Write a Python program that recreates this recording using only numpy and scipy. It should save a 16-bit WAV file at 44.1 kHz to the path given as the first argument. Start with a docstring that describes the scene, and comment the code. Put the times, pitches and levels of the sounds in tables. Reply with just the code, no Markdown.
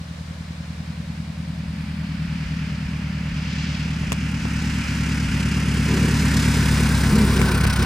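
"""The exhaust of a light four-cylinder plane drones and lopes as it glides in at idle and rolls past close by.
It is a stack of tones, ten engine cycles a second sinking to eight, plus puffs of noise; some firings stumble.
The propeller and the air round the airframe hiss: filtered noise, chopped ever harder as the plane comes abreast.
Low noise rumbles, noise bursts make the tyres thud on the grass, and narrow noise whistles on the struts.
Soft noise makes leaves rustle round the field, and short fading bursts make a few clicks and knocks."""
import sys
import numpy as np
from scipy import signal
from scipy.fft import rfft, irfft, next_fast_len
from scipy.io import wavfile
from scipy.ndimage import uniform_filter1d

SR = 44100
rng = np.random.default_rng(int(sys.argv[2]) if len(sys.argv) > 2 else 0)


def unload_wav(signal):
    """Save mono or channel-first audio to the path in sys.argv[1] as 16-bit WAV at rate SR, clipped to [-1, 1]."""
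    wavfile.write(
        sys.argv[1],
        SR,
        np.round(np.clip(np.atleast_2d(signal).T, -1, 1) * 32767).astype(np.int16),
    )


N = 346185
TIME = np.arange(N) / SR
SIZE = next_fast_len(N + 4096, real=True)  # padded length for filtering
FREQS = np.fft.rfftfreq(SIZE, 1 / SR)
TOP_HZ = 15900  # nothing is heard above this

# engine cycles (two shaft turns, four firings) as heard, Doppler included: time_s, cycles_per_s
ENGINE_CYCLES = [(0, 10.148), (1.116, 10.046), (2.867, 9.329), (4.034, 9.235), (5.562, 8.768),
                 (6.117, 8.817), (7.193, 8.413), (7.85, 8.009)]
# exhaust tones: multiple_of_cycle_rate, far_db, approach_db, close_db
EXHAUST_TONES = [(4, -19, -23, -26), (5, -22, -27, -29), (6, -15, -20, -24), (7, -7, -12, -18),
                 (8, -1, -2, 0), (9, -18, -21, -20), (10, -16, -21, -23), (11, -13, -21, -14),
                 (12, -5, -9, -5), (13, -19, -18, -19), (14, -11, -15, -22), (15, -1, -8, -13),
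                 (16, -1, -3, -7), (17, 0, 0, -4), (18, -18, -9, -13), (19, -17, -9, -9),
                 (20, -8, -11, -14), (21, -8, -4, -7), (22, -16, -9, -9), (23, -19, -16, -14),
                 (24, -14, -14, -11), (25, -21, -20, -9), (26, -25, -18, -11), (27, -17, -13, -11),
                 (28, -25, -22, -19), (29, -27, -18, -11), (30, -33, -26, -19), (31, -31, -25, -15),
                 (32, -35, -29, -24), (33, -35, -32, -18)]
# the four uneven firings of a cycle, at three stages: place_in_cycle (0-1), strength (no unit)
FIRINGS_FAR = [(.148, 1), (.407, .2), (.624, .55), (.896, .4)]
FIRINGS_APPROACH = [(.15, .66), (.445, .69), (.604, .54), (.9, .52)]
FIRINGS_CLOSE = [(.091, .57), (.446, .7), (.662, .55), (.911, .95)]
# how the exhaust's boom, drone and bark carry, a row each:
# abreast_db, loss_db_per_doubling_of_distance, gain_ahead_of_nose_db, floor_db
EXHAUST_REACH = [(-20, 7.5, 5.5, -48), (-22, 7, 10.5, -38), (-38.5, 15.5, 23.5, -61)]
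# the drone slowly swells and sinks: middle_s, half_length_s, change_db
DRONE_SWELLS = [(.3, 0.59, -4), (2.35, 0.36, 2.5), (5, 0.79, -1.3), (6.25, 0.22, 0.5)]
# weak firings: middle_s, share_of_drone_lost (0-1), puff_db before the low cut
STUMBLES = [(1.33, 0.44, -36), (1.689, 0.13, -27), (2.279, 0.21, -27), (2.47, 0.62, -20),
            (2.862, 0.22, -23), (3.329, 0.12, -19), (4.086, 0.18, -19), (4.411, 0.21, -26),
            (4.86, 0.66, -24), (5.301, 0.07, -14), (7.14, 0.12, -11), (7.50, 0.2, -36), (7.75, 0.36, -27)]
# the plane's nearness along its run: metres_to_go_m,
# stage (0 far off, 1 on approach, 2 near, 3 close by, 4 abreast)
STAGES = [(112.5, 0), (94.2, .5), (79, 1.44), (58.3, 1.56), (45.6, 2.5), (30.4, 2), (19.5, 3), (7.04, 3.5),
          (2, 4)]
# colour of the air noise at each stage: pitch_hz, relative_level_db per Hz
AIR_FAR = [(260, -34), (450, 11.5), (643, 1.5), (736, 1), (879, 1), (920, -2), (1010, 0.5), (1350, -8),
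           (1460, -7), (2050, -10), (2210, -9), (2530, -12.5), (3960, -3), (8580, -16), (15800, -41)]
AIR_APPROACH = [(260, -41), (450, -4), (580, 1.5), (693, -4.5), (920, -0.5), (1120, -4.5), (1370, -0.5),
                (2380, 1), (3160, -3.5), (3730, -7), (4660, -5), (6000, -16), (9110, -26), (13400, -40),
                (15800, -47)]
AIR_NEAR = [(260, -29), (450, -16), (546, -8), (673, -16.5), (841, -11), (1170, -11), (1370, 1.5),
            (2770, 3), (3780, -13), (5020, -9), (7970, -17), (9380, -24), (10600, -24), (14400, -42),
            (15800, -45)]
AIR_CLOSE = [(260, -33), (450, 0.5), (725, -7.5), (947, -0.5), (1150, -5), (1530, 1.5), (2570, -3.5),
             (3070, -4), (5250, -2.5), (5830, -4.5), (8210, -6), (11700, -16.5), (14400, -20), (15800, -30)]
AIR_ABREAST = [(260, -41), (450, -9), (683, -15.5), (1040, -8.5), (1180, -14), (1480, -2.5), (1640, -10.5),
               (2250, -11), (3030, -13), (5100, -14), (7180, -23), (8580, -19), (12500, -28.5),
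               (14400, -29), (15800, -27.5)]
# narrow resonances of the airframe in the air noise: pitch_hz, width_hz, boost_db
AIRFRAME_RESONANCES = [(1126, 52, 2), (1760, 54, 1), (2360, 67, 1.5), (5200, 230, 2), (8100, 250, 0.5)]
# how the air's rush, hiss, sizzle and fizz carry, a row each:
# abreast_db, loss_db_per_doubling_of_distance, gain_ahead_of_nose_db, floor_db
AIR_REACH = [(-35, 8.4, 4.5, -55.5), (-32, 11, 14, -87), (-33.5, 11.5, 12, -58.5), (-38.5, 18, 16.5, -66)]
# the air noise swells and sinks: middle_s, half_length_s, hiss_db, sizzle_db, fizz_db
AIR_SWELLS = [(1.4, 0.34, -1.8, -1.2, -.2), (1.87, .15, 1, 0, 1.5), (2.48, 0.31, 3, 2, -0.5),
              (3.15, 0.28, 1, -1, -2.5), (3.62, 0.25, 3, 6.5, -3), (4.8, 0.31, 2.3, 1.7, 1),
              (5.68, 0.14, -2.3, -0.7, 0), (6.38, 0.14, .5, 0.9, 0.5), (7.1, 0.32, -1.5, -1.8, 0),
              (7.6, 0.29, 0.5, -2.2, 2.2)]
# the chop deepens as the propeller's disc sweeps past: middle_s, half_length_s, extra_chop_db
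CHOP_PEAK = [(7.69, .15, 4.2)]
# clicks and knocks: start_s, level_db before colouring, ring_time_s (to fall 60 dB), brightness_hz
CLICKS = [(4.035, -28, .035, 1000), (4.1203, -9, .011, 5000), (4.1272, -17, .022, 6500),
          (4.129, -26, .035, 900), (4.453, -20.5, .026, 1000), (7.3065, -26, .008, 12000),
          (7.4155, -12.5, .022, 5500), (7.652, -12, .014, 2800)]
# colour of the clicks: pitch_hz, level_db
CLICK_COLOUR = [(100, -16), (300, 0), (700, -3.5), (1600, -1.5), (2350, 3), (3200, -4), (4500, -10),
                (5500, -6), (7800, 0), (10000, -3), (16000, 0)]
# the fat tyres meet the grass: start_s, contact_s, thud_db, scrub_db
TOUCHDOWNS = [(5.86, 0.21, -26.5, -30.5), (7.078, 0.14, -19.5, -28), (7.3, 0.23, -28, -30),
              (7.78, .1, -35, -31.5)]
# the air whistles on the struts: middle_s, half_length_s, level_db
WHISTLES = [(6.963, 0.066, -33), (7.486, 0.13, -32.5), (7.752, 0.21, -35.5)]

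# waver of the exhaust tones far off, half as much again close by (share of the level, and radians):
# the firing tones (every fourth multiple), and the weaker tones between them
WAVER_FIRING, WAVER_WEAK = .07, .13
# the straight run: speed, distance from the microphone when abreast, and that moment
SPEED_M_PER_S, PASS_M, ABREAST_S = 15, 15, 7.7
# blade chop close by, before each band takes its share, and the distance that halves it
CHOP_DB, CHOP_M = 2.5, 66
# left-right likeness of the air noise (0-1) when abreast, and its loss per metre
SAME_CLOSE, SAME_LOSS_PER_M = 0.91, .0068
# the treble's lean to the left, before each band's own offset: per hundred metres, and added abreast
LEFT_DB_PER_100_M, LEFT_ABREAST_DB = 6, 4


def amp(db):
    """Turns decibels into gain."""
    return 10 ** (np.asarray(db) / 20)


def unit(x):
    """Scales a sound to an average (rms) level of one."""
    return x / np.sqrt(np.mean(x ** 2) + 1e-20)


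def curves(rows):
    """Draws each column of a table as a curve over time."""
    time_s, *columns = np.transpose(rows)
    return [np.interp(TIME, time_s, column) for column in columns]


def bumps(rows):
    """Adds up smooth humps (middle, half length, heights), one curve for each column of heights."""
    middle_s, half_s, *heights = np.transpose(rows)
    humps = np.exp(-((TIME - middle_s[:, None]) / half_s[:, None]) ** 2)
    return np.array(heights) @ humps


def colour(points):
    """Draws a gain for every frequency through a few points."""
    hz, db = np.transpose(points)
    return amp(np.interp(np.log(FREQS + 1), np.log(hz), db))


def lowpass(hz, order=8):
    """Gain that keeps the frequencies below hz and halves the level there."""
    return 1 / (1 + (FREQS / hz) ** order)


def shaped(x, gain):
    """Filters a sound by a gain for every frequency."""
    return irfft(rfft(x, SIZE) * gain, SIZE)[..., :N]


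def drift(per_s):
    """Wanders at random, with an rms of about one, turning per_s times a second."""
    knots = rng.standard_normal(1024)
    return np.interp(TIME * per_s, np.arange(1024), knots) * np.sqrt(3 / 2)


def swell(x, gain, db):
    """Picks one band of a sound and brings it to a level curve."""
    band = shaped(x, gain)
    # average power over 0.3 s, so quicker changes survive
    power = uniform_filter1d(np.atleast_2d(band ** 2).mean(0), size=13230)
    return band * amp(db) / np.sqrt(abs(power) + 1e-14)


def add(mix, start_s, sound):
    """Mixes a sound in at a given time."""
    part = mix[..., round(start_s * SR):][..., :sound.shape[-1]]
    part += sound[..., :part.shape[-1]]


def flight():
    """Gives metres to go, distance in metres, and how squarely the nose or tail points at us (0-1)."""
    to_go = SPEED_M_PER_S * (ABREAST_S - TIME)
    distance = np.hypot(to_go, PASS_M)
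    return to_go, distance, (to_go / distance) ** 2


def carried(reach):
    """Level of each band in dB: it falls with distance, is thrown along the run, and rests on a floor."""
    _, distance, ahead = flight()
    doublings = np.log2(distance / PASS_M)
    levels = []
    for abreast_db, loss_db, gain_db, floor_db in reach:
        direct = amp(abreast_db - loss_db * doublings + gain_db * ahead)
        levels.append(20 * np.log10(np.hypot(direct, amp(floor_db))))
    return levels


def firing_phase(k, firings, smear):
    """Phase of one multiple of the cycle rate: four pulses, smeared by the pipe round its resonance."""
    places, strengths = np.transpose(firings)
    pulses = np.sum(strengths * np.exp(-2j * np.pi * k * places))
    return np.angle(1j * pulses) + smear * (k - 16) ** 2


def exhaust_tones(cycle, stage, near):
    """Uneven firings repeat every cycle, so they ring at whole multiples of the cycle rate."""
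    aspect = np.interp(stage, [0, .9, 1.3, 2.3], [0, 1, 1, 2])  # 0 far, 1 approach, 2 close
    tone = np.zeros(N)
    for k, *levels_db in EXHAUST_TONES:
        k = round(k)
        phases = [firing_phase(k, FIRINGS_FAR, 0),
                  firing_phase(k, FIRINGS_APPROACH, .008),
                  firing_phase(k, FIRINGS_CLOSE, .02)]
        level = amp(np.interp(aspect, [0, 1, 2], levels_db))
        phase = np.interp(aspect, [0, 1, 2], np.unwrap(phases))
        waver = (WAVER_FIRING if k % 4 == 0 else WAVER_WEAK) * (1 + near / 2)
        angle = 2 * np.pi * k * cycle + phase + waver * drift(7.7)
        tone += level * (1 + waver * drift(8)) * np.cos(angle)
    return tone


def exhaust_puffs(cycle, near, lope=0.31, lope_at=0.71):
    """Each firing blows a turbulent puff down the pipe; close by, one cylinder puffs hardest."""
    since_firing = (4 * (cycle - .15)) % 1
    puffs = rng.standard_normal(N) * np.exp(-since_firing / .5)
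    puffs = puffs * (1 + lope * near * np.cos(2 * np.pi * (cycle - lope_at)))
    pipe = colour([(20, -40), (45, -16), (65, -3), (110, -6), (170, -5.0), (250, -1.0), (305, -8),
                   (352, -4.5), (410, -9.5), (480, -10), (530, -18), (700, -34), (1500, -59)])
    return unit(shaped(puffs, pipe))


def exhaust(cycle, stage, burble_db=-22, burble_near_db=8):
    """Firings ring the pipe; far off one cylinder thumps, close by all four speak and burble."""
    near = np.clip((stage - .5) / 2.3, 0, 1)
    burble = amp(burble_db + burble_near_db * near) * exhaust_puffs(cycle, near)
    sound = exhaust_tones(cycle, stage, near) + burble
    boom_db, drone_db, bark_db = carried(EXHAUST_REACH)
    drone_db = drone_db + bumps(DRONE_SWELLS)[0]
    low, middle = lowpass(115, order=16), lowpass(279.0, order=20)
    boom = swell(sound, low, boom_db)
    drone = swell(sound, middle - low, drone_db)
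    bark = swell(sound, 1 - middle, bark_db)
    return boom + drone + bark


def air(cycle, stage, blade_at=0.19, flicker_db=0.9, grain_db=1.1, hiss_pan_db=-2.0):
    """Turbulent noise changes colour with nearness and swishes at each of four blade passes a cycle."""
    _, distance, ahead = flight()
    chop_db = CHOP_DB / (1 + (distance / CHOP_M) ** 4) * (1 + .5 * drift(35)) + bumps(CHOP_PEAK)[0]
    same = np.clip(SAME_CLOSE - SAME_LOSS_PER_M * (distance - PASS_M), 0, 1)
    pan_db = LEFT_DB_PER_100_M * distance / 10 ** 2 + LEFT_ABREAST_DB * (1 - ahead) ** 2
    # noise shared by both ears, plus noise of each ear's own
    noise = np.sqrt(same) * rng.standard_normal(N) + np.sqrt(1 - same) * rng.standard_normal((2, N))
    boost_db = sum(db / (1 + ((FREQS - hz) / width) ** 2) for hz, width, db in AIRFRAME_RESONANCES)
    noise = shaped(noise, amp(boost_db))
    # fade from each stage's colour to the next
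    colours = [AIR_FAR, AIR_APPROACH, AIR_NEAR, AIR_CLOSE, AIR_ABREAST]
    noise = sum(np.maximum(1 - abs(stage - k), 0) * unit(shaped(noise, colour(points)))
                for k, points in enumerate(colours))
    blade = 8 * np.pi * (cycle - blade_at)
    swish_db = chop_db * (np.cos(blade) - 0.24 * np.sin(2 * blade))  # quick rise, slower fall

    def band(gain, db, chop, left_db):
        """One size of eddy, with its own flicker; the far hiss is smoother."""
        grain = unit(uniform_filter1d(rng.standard_normal(N), size=60))
        gusts_db = flicker_db * drift(45) + grain_db * grain
        level = swell(noise * amp(chop * swish_db + same * gusts_db), gain, db)
        return level * amp(np.array([[.5], [-.5]]) * left_db)

    rush_db, *treble_db = carried(AIR_REACH)
    hiss_db, sizzle_db, fizz_db = treble_db + bumps(AIR_SWELLS)
    a, b, c, d = [lowpass(hz, order=12) for hz in (492, 1270, 3020, 7630)]
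    # the treble is chopped the deepest
    rush = band(b - a, rush_db, 0.083, 0.64)
    hiss = band(c - b, hiss_db, 0.31, hiss_pan_db)
    sizzle = band(d - c, sizzle_db, 0.75, pan_db - 1.7)
    fizz = band(1 - d, fizz_db, 1.04, pan_db + 0.5)
    # louder where the two ears are less alike
    return (rush + hiss + sizzle + fizz) * np.sqrt(2 / (1 + same))


def ports(x, stage):
    """The two microphone ports hear the treble out of step, most of all with the plane abreast."""
    turn = np.interp(FREQS, [0, 1200, 2000, 3200, 4200, 5300, 7000, 9000, 16000],
                     [0, -0.2, 0.018, 1.3, 0.3, -1.1, 0.79, 0.6, 0.33])  # radians between the ports
    halves = .5j * np.array([[1], [-1]])
    ahead = shaped(x, np.exp(halves * turn))
    abreast = shaped(x, np.exp(halves * (turn + FREQS / 7000)))
    passing = np.clip(stage - 3, 0, 1)
    return ahead * (1 - passing) + abreast * passing


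def buffet(stage, far_db=-58, growth_db=5.5):
    """Disturbed air makes a low rumble that grows as the plane nears."""
    rumble = colour([(8, -30), (22, -26), (35, 0), (52, 0), (90, -7), (200, -51)])
    return amp(far_db + growth_db * stage) * unit(shaped(rng.standard_normal(N), rumble))


def field(level_db=-54):
    """Wind in the trees all round is steady soft noise, unrelated in the two ears."""
    leaves = colour([(15, -12), (50, 4), (150, -0.5), (350, 1.5), (600, -3), (1200, -33),
                     (5000, -19), (10000, -19.5), (16000, -27)])
    return amp(level_db) * unit(shaped(rng.standard_normal((2, N)), leaves))


def tree_echo(engine, delay_s=.13, level_db=-26.5):
    """The tree line returns a faint late copy from the side, opposite in the two ears."""
    late = np.interp(TIME - delay_s, TIME, engine, left=0)
    return amp(level_db) * late * np.array([[1], [-1]])


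def stumble(drone, puff_hz=60, puff_s=0.0098, gap_s=0.027, pipe_low_hz=44):
    """A weak firing leaves a hole in the drone and a soft low puff; the pipe loses the deepest bass."""
    for middle_s, share, puff_db in STUMBLES:
        u = TIME - middle_s
        hole = 1 - share * np.exp(-(u / gap_s) ** 2)
        puff = amp(puff_db) * np.exp(-(u / puff_s) ** 2) * np.sin(2 * np.pi * puff_hz * u)
        drone = drone * hole + puff
    return shaped(drone, 1 - lowpass(pipe_low_hz, order=6))


def clicks(same=0.4):
    """Short dry knocks, dull or bright, are bursts of noise that die away quickly."""
    out, t = np.zeros((2, N)), np.arange(2048) / SR
    for start_s, level_db, ring_s, bright_hz in CLICKS:
        burst = np.sign(rng.standard_normal((2, len(t))) + same * rng.standard_normal(len(t)))
        dulling = signal.butter(2, min(bright_hz, SR / 3), fs=SR, output="sos")
        burst = signal.sosfilt(dulling, burst)
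        add(out, start_s, amp(level_db - 60 * t / ring_s) * unit(burst))
    return shaped(out, colour(CLICK_COLOUR))


def tyres(attack_s=0.045, release_s=0.084):
    """At each contact the tyres thud hollowly and scrub over the grass."""
    hollow = colour([(80, -39), (150, -8), (215, -0.5), (255, -12), (300, -24), (600, -63)])
    grass = colour([(180, -15), (290, -3.5), (350, 2), (460, 0.5), (640, -24.5), (1000, -10), (3000, -45)])
    thud = unit(shaped(rng.standard_normal(N), hollow))
    scrub = unit(shaped(rng.standard_normal(N), grass))
    out = np.zeros(N)
    for start_s, contact_s, thud_db, scrub_db in TOUCHDOWNS:
        press = np.clip((TIME - start_s) / attack_s, 0, 1)
        lift = np.exp(-np.maximum(TIME - start_s - contact_s, 0) / release_s)
        out += press * lift * (amp(thud_db) * thud + amp(scrub_db) * scrub)
    return out


def whistle(rate, multiple=184, width_hz=35):
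    """A narrow band of eddy noise sinks in step with the engine's note as the plane goes by."""
    level, = bumps([(middle_s, half_s, amp(db)) for middle_s, half_s, db in WHISTLES])
    eddies = shaped(rng.standard_normal((2, N)), lowpass(width_hz, order=2))
    turn = 2 * np.pi * np.cumsum(multiple * rate) / SR
    return level * unit(eddies[0] * np.cos(turn) + eddies[1] * np.sin(turn))


def scene():
    """Puts the plane's exhaust, air noise and tyres over the quiet field."""
    rate, = curves(ENGINE_CYCLES)
    cycle = np.cumsum(rate) / SR  # engine cycles so far
    metres, stages = np.transpose(STAGES)
    stage = np.interp(-flight()[0], -metres, stages).clip(0, 4)
    engine = stumble(exhaust(cycle, stage))
    body = (engine + tyres()) * amp([[.27], [-.27]])  # a touch to the left
    plane = body + ports(air(cycle, stage), stage) + buffet(stage) + whistle(rate)
    return plane + tree_echo(engine) + field() + clicks()


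def record(dry):
    """Cuts away everything from the top frequency up."""
    return shaped(dry, FREQS < TOP_HZ)


dry = scene()
out = record(dry)
unload_wav(out)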